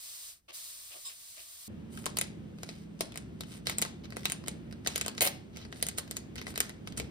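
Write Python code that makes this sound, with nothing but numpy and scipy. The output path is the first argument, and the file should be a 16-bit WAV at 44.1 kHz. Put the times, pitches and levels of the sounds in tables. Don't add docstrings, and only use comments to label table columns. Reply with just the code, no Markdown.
import sys
import numpy as np
from scipy import signal
from scipy.fft import rfft, irfft, next_fast_len
from scipy.io import wavfile
from scipy.ndimage import uniform_filter1d

SR = 44100
rng = np.random.default_rng(int(sys.argv[2]) if len(sys.argv) > 2 else 0)


def waveform_to_disk(signal):
    frames = np.transpose(np.atleast_2d(signal))
    scaled = np.clip(frames, -1, 1) * 32767
    samples = np.round(scaled).astype(np.int16)
    wavfile.write(sys.argv[1], SR, samples)


N = 313110
TIME = np.arange(N) / SR
CUT_S = 1.68
TOP_HZ = 16700


def undb(db):
    return np.exp(np.asarray(db) * np.log(10) / 20)


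def unit(x):
    return x / np.sqrt(np.mean(x ** 2))


def over_hz(rows, size, column=1):
    rows = np.array(rows)
    return np.interp(np.log(np.fft.rfftfreq(size, 1 / SR) + 1), np.log(rows[:, 0]), rows[:, column])


def noise():
    return rng.standard_normal((2, N))


def tint(x, colour):
    size = next_fast_len(N)
    return unit(irfft(rfft(x, size) * undb(over_hz(colour, size)), size)[:, :N])


def coloured_click(colour, size=512):
    cepstrum = irfft(np.log(undb(over_hz(colour, size))))
    cepstrum[1:size // 2] *= 2
    cepstrum[size // 2 + 1:] = 0
    return irfft(np.exp(rfft(cepstrum)))


def resonate(x, modes):
    return unit(sum(undb(db) * signal.lfilter(*signal.iirpeak(hz, max(hz / width, 1), SR), x)
                    for hz, width, db in modes))


def wander(rate_hz):
    step = int(SR / rate_hz)
    stairs = np.repeat(rng.standard_normal(N // step + 1), step)
    return unit(uniform_filter1d(stairs, step)[:N])


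def swell(start_s, length_s):
    push = np.zeros(N)
    span = (TIME > start_s) & (TIME < start_s + 4 * length_s)
    age = (TIME[span] - start_s) / (length_s / 3)
    push[span] = age ** 2 * np.exp(2 - 2 * age)
    return push


def effort(start_s, end_s, rise_s, fall_s):
    return np.clip((TIME - start_s) / rise_s, 0, 1) * np.clip(1 - (TIME - end_s) / fall_s, 0, 1) ** 2


def crackle(per_second, spread_db):
    hits = rng.random(N) < per_second / SR
    sizes = hits * undb(spread_db * np.minimum(rng.exponential(size=N), 4))
    return noise() * np.sqrt(signal.lfilter([1], [1, -.9], sizes ** 2))


def kitchen_echo(x):
    t = TIME[:SR // 2]
    early, late = rng.standard_normal((2, 2, len(t)))
    low, below_top = (signal.sosfiltfilt(signal.butter(2, hz, fs=SR, output="sos"), late)
                      for hz in (1200, 6500))
    bands = [(low, 0.48), (below_top - low, 0.38), (late - below_top, 0.23)]
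    late = sum(band * undb(-60 * t / fade_s) for band, fade_s in bands)
    late = unit(late * (t > .006))
    early = unit(early * undb(-60 * t / 0.045) * (t > .001))
    echoes = (undb(-5.5) * early + undb(-12.5) * late) / np.sqrt(len(t))
    dulling = coloured_click([(300, 2), (4500, 2), (9000, -2.5), (15000, -6.5)])
    echoes = signal.fftconvolve(echoes, dulling[None])
    return x + signal.fftconvolve(x, echoes, axes=-1)[:, :N]


# pitch_hz, likeness (0 to 1), left_minus_right_db
MIC_PAIR = [(104, 0.9, 0), (177, 0.84, -5), (342, 0.32, 1), (630, 0, 6), (1210, 0.29, 1), (2430, 0.25, 1.5),
            (5100, 0.44, -1), (5700, 0.13, -3), (7370, 0.91, 0.5), (15000, 1, -0.5)]
def microphones(x, left_lag_s=.000215):
    size = next_fast_len(N + SR // 2)
    shared, own = rfft(x, size)
    likeness = over_hz(MIC_PAIR, size)
    tilt_db = over_hz(MIC_PAIR, size, column=2)
    left = shared * np.exp(-2j * np.pi * np.fft.rfftfreq(size, 1 / SR) * left_lag_s)
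    right = likeness * shared + np.sqrt(1 - likeness ** 2) * own
    return irfft(np.array([left * undb(tilt_db / 2), right * undb(-tilt_db / 2)]), size)[:, :N]


# pitch_hz, level_db
QUIET_COLOUR = [(25, -9.5), (70, -3.5), (160, -11.5), (300, -18), (1000, -30), (6000, -30), (15000, -32)]
def quiet_air():
    return undb(-74) * tint(noise(), QUIET_COLOUR)


# pitch_hz, level_db
FAN_COLOUR = [(22, -38), (45, -17), (62, -3.5), (72, -3), (90, -2.5), (150, -1), (185, -3.5), (220, 1),
              (275, -6), (335, -6), (480, -15.5), (900, -27.5), (3200, -33), (7000, -53)]
# pitch_hz, level_db
FAN_NOTES = [(166.5, -54.5), (204.6, -54), (224, -59)]
# time_s, change_db
HUM_FADE = [(1.7, -1), (2.8, 0), (4.5, -3), (7.1, -12.5)]
def fan():
    rumble = tint(noise(), FAN_COLOUR) * undb(-46.5 + 1.02 * wander(4.7))
    hiss = tint(noise(), [(1000, -5.5), (5000, -2.5), (7500, -1.5), (15000, -19.5)]) * undb(-74)
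    hum = 0
    for hz, db in FAN_NOTES:
        phase = 2 * np.pi * np.cumsum(hz + 1.517 * wander(8)) / SR
        hum += unit(np.sin(phase)) * undb(db + 2.4 * wander(4.6))
    hum *= undb(np.interp(TIME, *np.transpose(HUM_FADE)))
    return rumble + hiss + hum * np.array([[1], [0]])


# start_s, length_s, level_db
COUNTER_BUMPS = [(6.567, 0.066, -46.5), (6.977, 0.1, -40)]
def counter_bumps():
    thud = tint(noise(), [(40, -35), (75, 9), (110, -5), (250, -9.5), (480, -9), (750, -36), (3000, -70)])
    return thud * sum(undb(db) * swell(s, length) for s, length, db in COUNTER_BUMPS)


# start_s, length_s, knock_db, rasp_db
TRIGGER_STROKES = [(0.478, 0.064, -56, -49), (0.9, 0.055, -63, -50.5), (0.934, 0.075, -56.5, -58),
                   (1.08, 0.066, -70, -52), (1.357, 0.085, -62, -52.5)]
# pitch_hz, width_hz, level_db
BOTTLE_MODES = [(380, 84, -12.5), (640, 110, 0.5), (1130, 160, -6.5)]
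TRIGGER_MODES = [(1209, 110, -8), (2270, 470, -1), (2750, 1000, 21), (3400, 970, 3), (7860, 2000, -25.5)]
SEAL_MODES = [(1110, 29, 1), (3740, 560, 1.5), (5060, 85, 11), (7400, 230, 11.5)]
def trigger():
    knock = sum(undb(db) * swell(s, length) for s, length, db, _ in TRIGGER_STROKES)
    rub = sum(undb(db) * swell(s, length) for s, length, _, db in TRIGGER_STROKES)
    bottle = tint(resonate(noise(), BOTTLE_MODES), [(150, -25), (330, -1), (1200, -4.5), (3000, -18)])
    squeak = resonate(noise(), SEAL_MODES) * undb(-39.5) * swell(1.042, 0.071)
    rasp = resonate(crackle(1500, 2.1), TRIGGER_MODES)
    return knock * bottle + rub * rasp + squeak


# start_s, end_s, level_db, sag_db (below zero, the spray grows instead)
SPRAY_SQUEEZES = [(-0.03, 0.28, -49.5, -2), (0.523, 1.68, -44, 9), (1.46, 1.68, -56, 4)]
def flow(sag_s=0.24):
    power = 0
    for start, end, db, sag_db in SPRAY_SQUEEZES:
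        spent = 1 - np.exp(-np.maximum(TIME - start, 0) / sag_s)
        valve = effort(start, end, rise_s=0.029, fall_s=0.15)
        power += (undb(db - sag_db * spent) * valve) ** 2
    return np.sqrt(power)


# pitch_hz, level_db
SPRAY_COLOUR = [(200, -31), (700, -20.5), (1500, -15), (2700, -7.5), (4000, -1.5), (4900, -1), (6000, -3.5),
                (7600, 1.5), (10000, -2), (13000, -3.5), (15500, -6), (16300, -28)]
def mist():
    fine = tint(noise() + 0.15 * unit(crackle(2700, 2.5)), SPRAY_COLOUR)
    strength = flow()
    jet = fine * strength * undb(2.5 + 0.67 * wander(34.9))
    drops = tint(noise(), [(300, -6), (900, -1), (2400, 5.5), (4000, -7)])
    drops = resonate(drops, [(664, 93, 3), (1126, 190, 0), (1900, 2000, -6)])
    return jet + drops * strength ** 0.56 * undb(-39)


# middle_s, length_s, scrape_db, sheen_db
FINGER_SLIDES = [(1.98, 0.17, -64, -53.5), (2.714, 0.33, -59, -65.5), (3.532, 0.15, -56, -54.5),
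                 (3.7, 0.086, -40.5, -49), (4.049, 0.03, -49, -73), (4.201, 0.088, -54, -59),
                 (4.919, 0.071, -48, -58), (5.596, 0.15, -52.5, -80), (5.781, 0.064, -59, -56),
                 (5.987, 0.03, -43.5, -35.5), (6.386, 0.031, -38, -62), (6.494, 0.079, -57, -50.5),
                 (6.981, 0.034, -44.5, -42)]
# pitch_hz, level_db
SCRAPE_COLOUR = [(300, 4), (900, -4.5), (2000, 1), (4200, 1.5), (6000, -1.5), (9000, -21.5)]
SHEEN_COLOUR = [(2500, -9.5), (6000, -10), (8000, 0.5), (10000, -2.5), (14500, -11), (16500, -35)]
def slides():
    scrape, sheen = np.zeros((2, N))
    for s, length, scrape_db, sheen_db in FINGER_SLIDES:
        span = slice(*np.searchsorted(TIME, [s - length / 2, s + length / 2]))
        press = np.cos(np.pi * (TIME[span] - s) / length)
        scrape[span] += undb(scrape_db - 2.5) * press
        sheen[span] += undb(sheen_db - 2) * press
    grain = crackle(1100, 2.9)
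    return scrape * tint(grain, SCRAPE_COLOUR) + sheen * tint(grain, SHEEN_COLOUR)


# start_s, end_s, level_db
RIP_TUGS = [(5.208, 5.222, -21.5), (5.242, 5.266, -28.5)]
# pitch_hz, width_hz, level_db
PACKET_MODES = [(610, 130, 4), (720, 330, 5.5), (2280, 1230, 6), (3960, 2300, -6), (6580, 160, 6),
                (9200, 2700, 4), (12200, 300, -6), (12600, 460, 6.5), (13300, 120, 6), (14000, 570, -7)]
def rip():
    breaks = resonate(crackle(2000, 2.5), PACKET_MODES)
    pull = sum(undb(db) * effort(start, end, rise_s=0.011, fall_s=0.045) for start, end, db in RIP_TUGS)
    return pull * tint(breaks, [(200, -4.5), (450, -4), (580, -2), (15000, 0)])


def wrinkles(creases, before_s=0.0036, after_s=0.013):
    times, levels_db = np.array(creases).T[:2]
    power = np.zeros(N)
    power[(SR * times).astype(int)] = undb(levels_db) ** 2
    before = signal.lfilter([1], [1, -np.exp(-1 / (before_s * SR))], power[::-1])[::-1]
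    after = signal.lfilter([1], [1, -np.exp(-1 / (after_s * SR))], power)
    colour = [(300, -11), (1000, -5), (4500, 2.5), (9000, 1.5), (15000, -23)]
    return undb(-20) * np.sqrt(before + after) * tint(crackle(380, 3.2), colour)


def rebounds(creases):
    lags_s = .0045 * (.5 + rng.random(len(creases)))
    return [(s + lag, db - 12.5, treble - 5, hz) for (s, db, treble, hz), lag in zip(creases, lags_s)]


def ticks(creases):
    chances = rng.standard_normal((len(creases), 3))
    return [(s + .025 * when, -45 + 2.5 * size, -10.5, 2590 * 2 ** (.7 * pitch))
            for (s, *_), (when, size, pitch) in zip(creases, chances)]


def per_millisecond(x):
    return x / np.sqrt(np.sum(x ** 2, axis=1, keepdims=True) / (SR / 1000))


def patch_ring(hz, chance, fade_s=0.012):
    t = TIME[:SR // 20]
    pitches = hz * 2 ** np.append(0.028 * chance[0, 0], 0.69 * chance[0, 1:])
    sizes = undb([0, -9.5, -9.5, -9.5]) * (pitches < TOP_HZ)
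    modes = np.exp(2j * np.pi * pitches[:, None] * t) * undb(-60 * t / fade_s)
    phases = np.exp(1j * np.pi * chance[1:])
    return per_millisecond(np.imag((sizes * phases) @ modes))


# pitch_hz, level_db
BODY_COLOUR = [(150, -22), (420, 0), (700, -0.5), (1100, -5.5), (1750, 0), (2300, -10), (4000, -41)]
CRACK_COLOUR = [(1000, -30), (2000, 6), (3000, 3), (5000, 3.5), (6300, -4), (8000, -28)]
TREBLE_COLOUR = [(5000, -20.5), (7000, 3), (9300, -1), (11500, -2.5), (15000, -10.5), (16500, -25.5)]
def snaps(creases, flip_s=0.00057, size=256):
    out = np.zeros((2, N + SR))
    parts = [coloured_click(colour) for colour in (BODY_COLOUR, CRACK_COLOUR, TREBLE_COLOUR)]
    kicks = rng.standard_normal((len(creases), 2, size)) * np.exp(-TIME[:size] / flip_s)
    chances = rng.standard_normal((len(creases), 3, 4))
    sides_db = np.array([[1], [-1]])
    for (s, db, treble_db, hz), kick, chance in zip(creases, kicks, chances):
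        at = int(s * SR)
        body_db = -0.53 * max(db + 27, 0) - 1.2 * np.log2(hz / 1910)
        for part, share_db in zip(parts, (body_db - 3 + sides_db, -1, treble_db + 3)):
            burst = per_millisecond(irfft(rfft(kick, 2 * size) * rfft(part, 2 * size)))
            out[:, at:at + burst.shape[1]] += undb(db + share_db) * burst
        ring_db = db - 2 + np.interp(hz, [1500, 2500, 6000, 8000], [body_db, 0, 0, treble_db])
        ring = patch_ring(hz, chance) * undb(ring_db + sides_db * (hz < 1500))
        out[:, at:at + ring.shape[1]] += ring
    return out[:, :N]


# start_s, level_db, extra_treble_db, pitch_hz
BIG_CREASES = [(1.9747, -40.5, -15, 1360), (2.0578, -30, 2.5, 7660), (2.0644, -29, -2, 1070),
               (2.1706, -25.5, -4, 10100), (2.187, -27, 3.5, 7350), (2.2127, -23.5, -1.5, 10160),
               (2.6327, -34, -5.5, 2280), (2.6901, -36, -11, 4130), (3.008, -26, -0.5, 600),
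               (3.0094, -29.5, -3, 5370), (3.1577, -38, -3, 2120), (3.1744, -34, 0.5, 8350),
               (3.4084, -34, -3.5, 3740), (3.6699, -24, -10.5, 4060), (3.697, -29.5, 1, 2120),
               (3.784, -31.5, 7, 7940), (3.8168, -29, 4, 7660), (3.8232, -21.5, -2, 6500),
               (3.8502, -34, -7, 1290), (4.1233, -39.5, -32, 1840), (4.168, -34, -2.5, 530),
               (4.255, -21, -4.5, 3760), (4.2989, -30.5, -1, 7440), (4.3203, -29, 2, 8870),
               (4.474, -39.5, -8, 1780), (4.4823, -29, 0, 9430), (4.726, -43, -12, 1580),
               (4.8629, -28, -27, 1760), (4.873, -22, -2.5, 6750), (4.959, -23, -1, 6740),
               (4.9789, -31, 0.5, 7100), (5.012, -24, -1, 7630), (5.0625, -32.5, 1, 1040),
               (5.0811, -29, -1, 4220), (5.1795, -29, -14, 6750), (5.2078, -19.5, -3.5, 7670),
               (5.2739, -24, -3, 9100), (5.5705, -38, -7.5, 5920), (5.6506, -42, -23, 800),
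               (5.726, -36, -14, 1750), (5.8264, -23.5, 1, 10120), (5.8666, -35, 5, 8700),
               (5.8865, -31, 3.5, 6460), (5.9842, -27.5, -0.5, 4280), (6.111, -32, -1.5, 7840),
               (6.168, -32.5, 2.5, 6760), (6.3569, -42, -3, 2100), (6.4149, -36.5, -11, 2070),
               (6.468, -33.5, -17, 2030), (6.558, -32, -8, 4100), (6.577, -27.5, -1.5, 8770),
               (6.6039, -20.5, 1.5, 1820), (6.6944, -39, -2.5, 1990), (6.8737, -34.5, -11, 2050),
               (6.9771, -35, 2, 8800), (6.9992, -30, -3, 2270)]
def packet():
    creases = BIG_CREASES + rebounds(BIG_CREASES) + ticks(BIG_CREASES)
    return kitchen_echo(snaps(creases) + wrinkles(BIG_CREASES) + slides() + rip())


def scene():
    sprayer = mist() + trigger() + quiet_air()
    kitchen = packet() + fan() + counter_bumps()
    in_kitchen = uniform_filter1d(1. * (TIME > CUT_S), size=128)
    return microphones((1 - in_kitchen) * sprayer + in_kitchen * kitchen)


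def record(dry):
    return signal.sosfilt(signal.ellip(8, .2, 70, TOP_HZ, fs=SR, output="sos"), dry)


dry = scene()
out = record(dry)
waveform_to_disk(out)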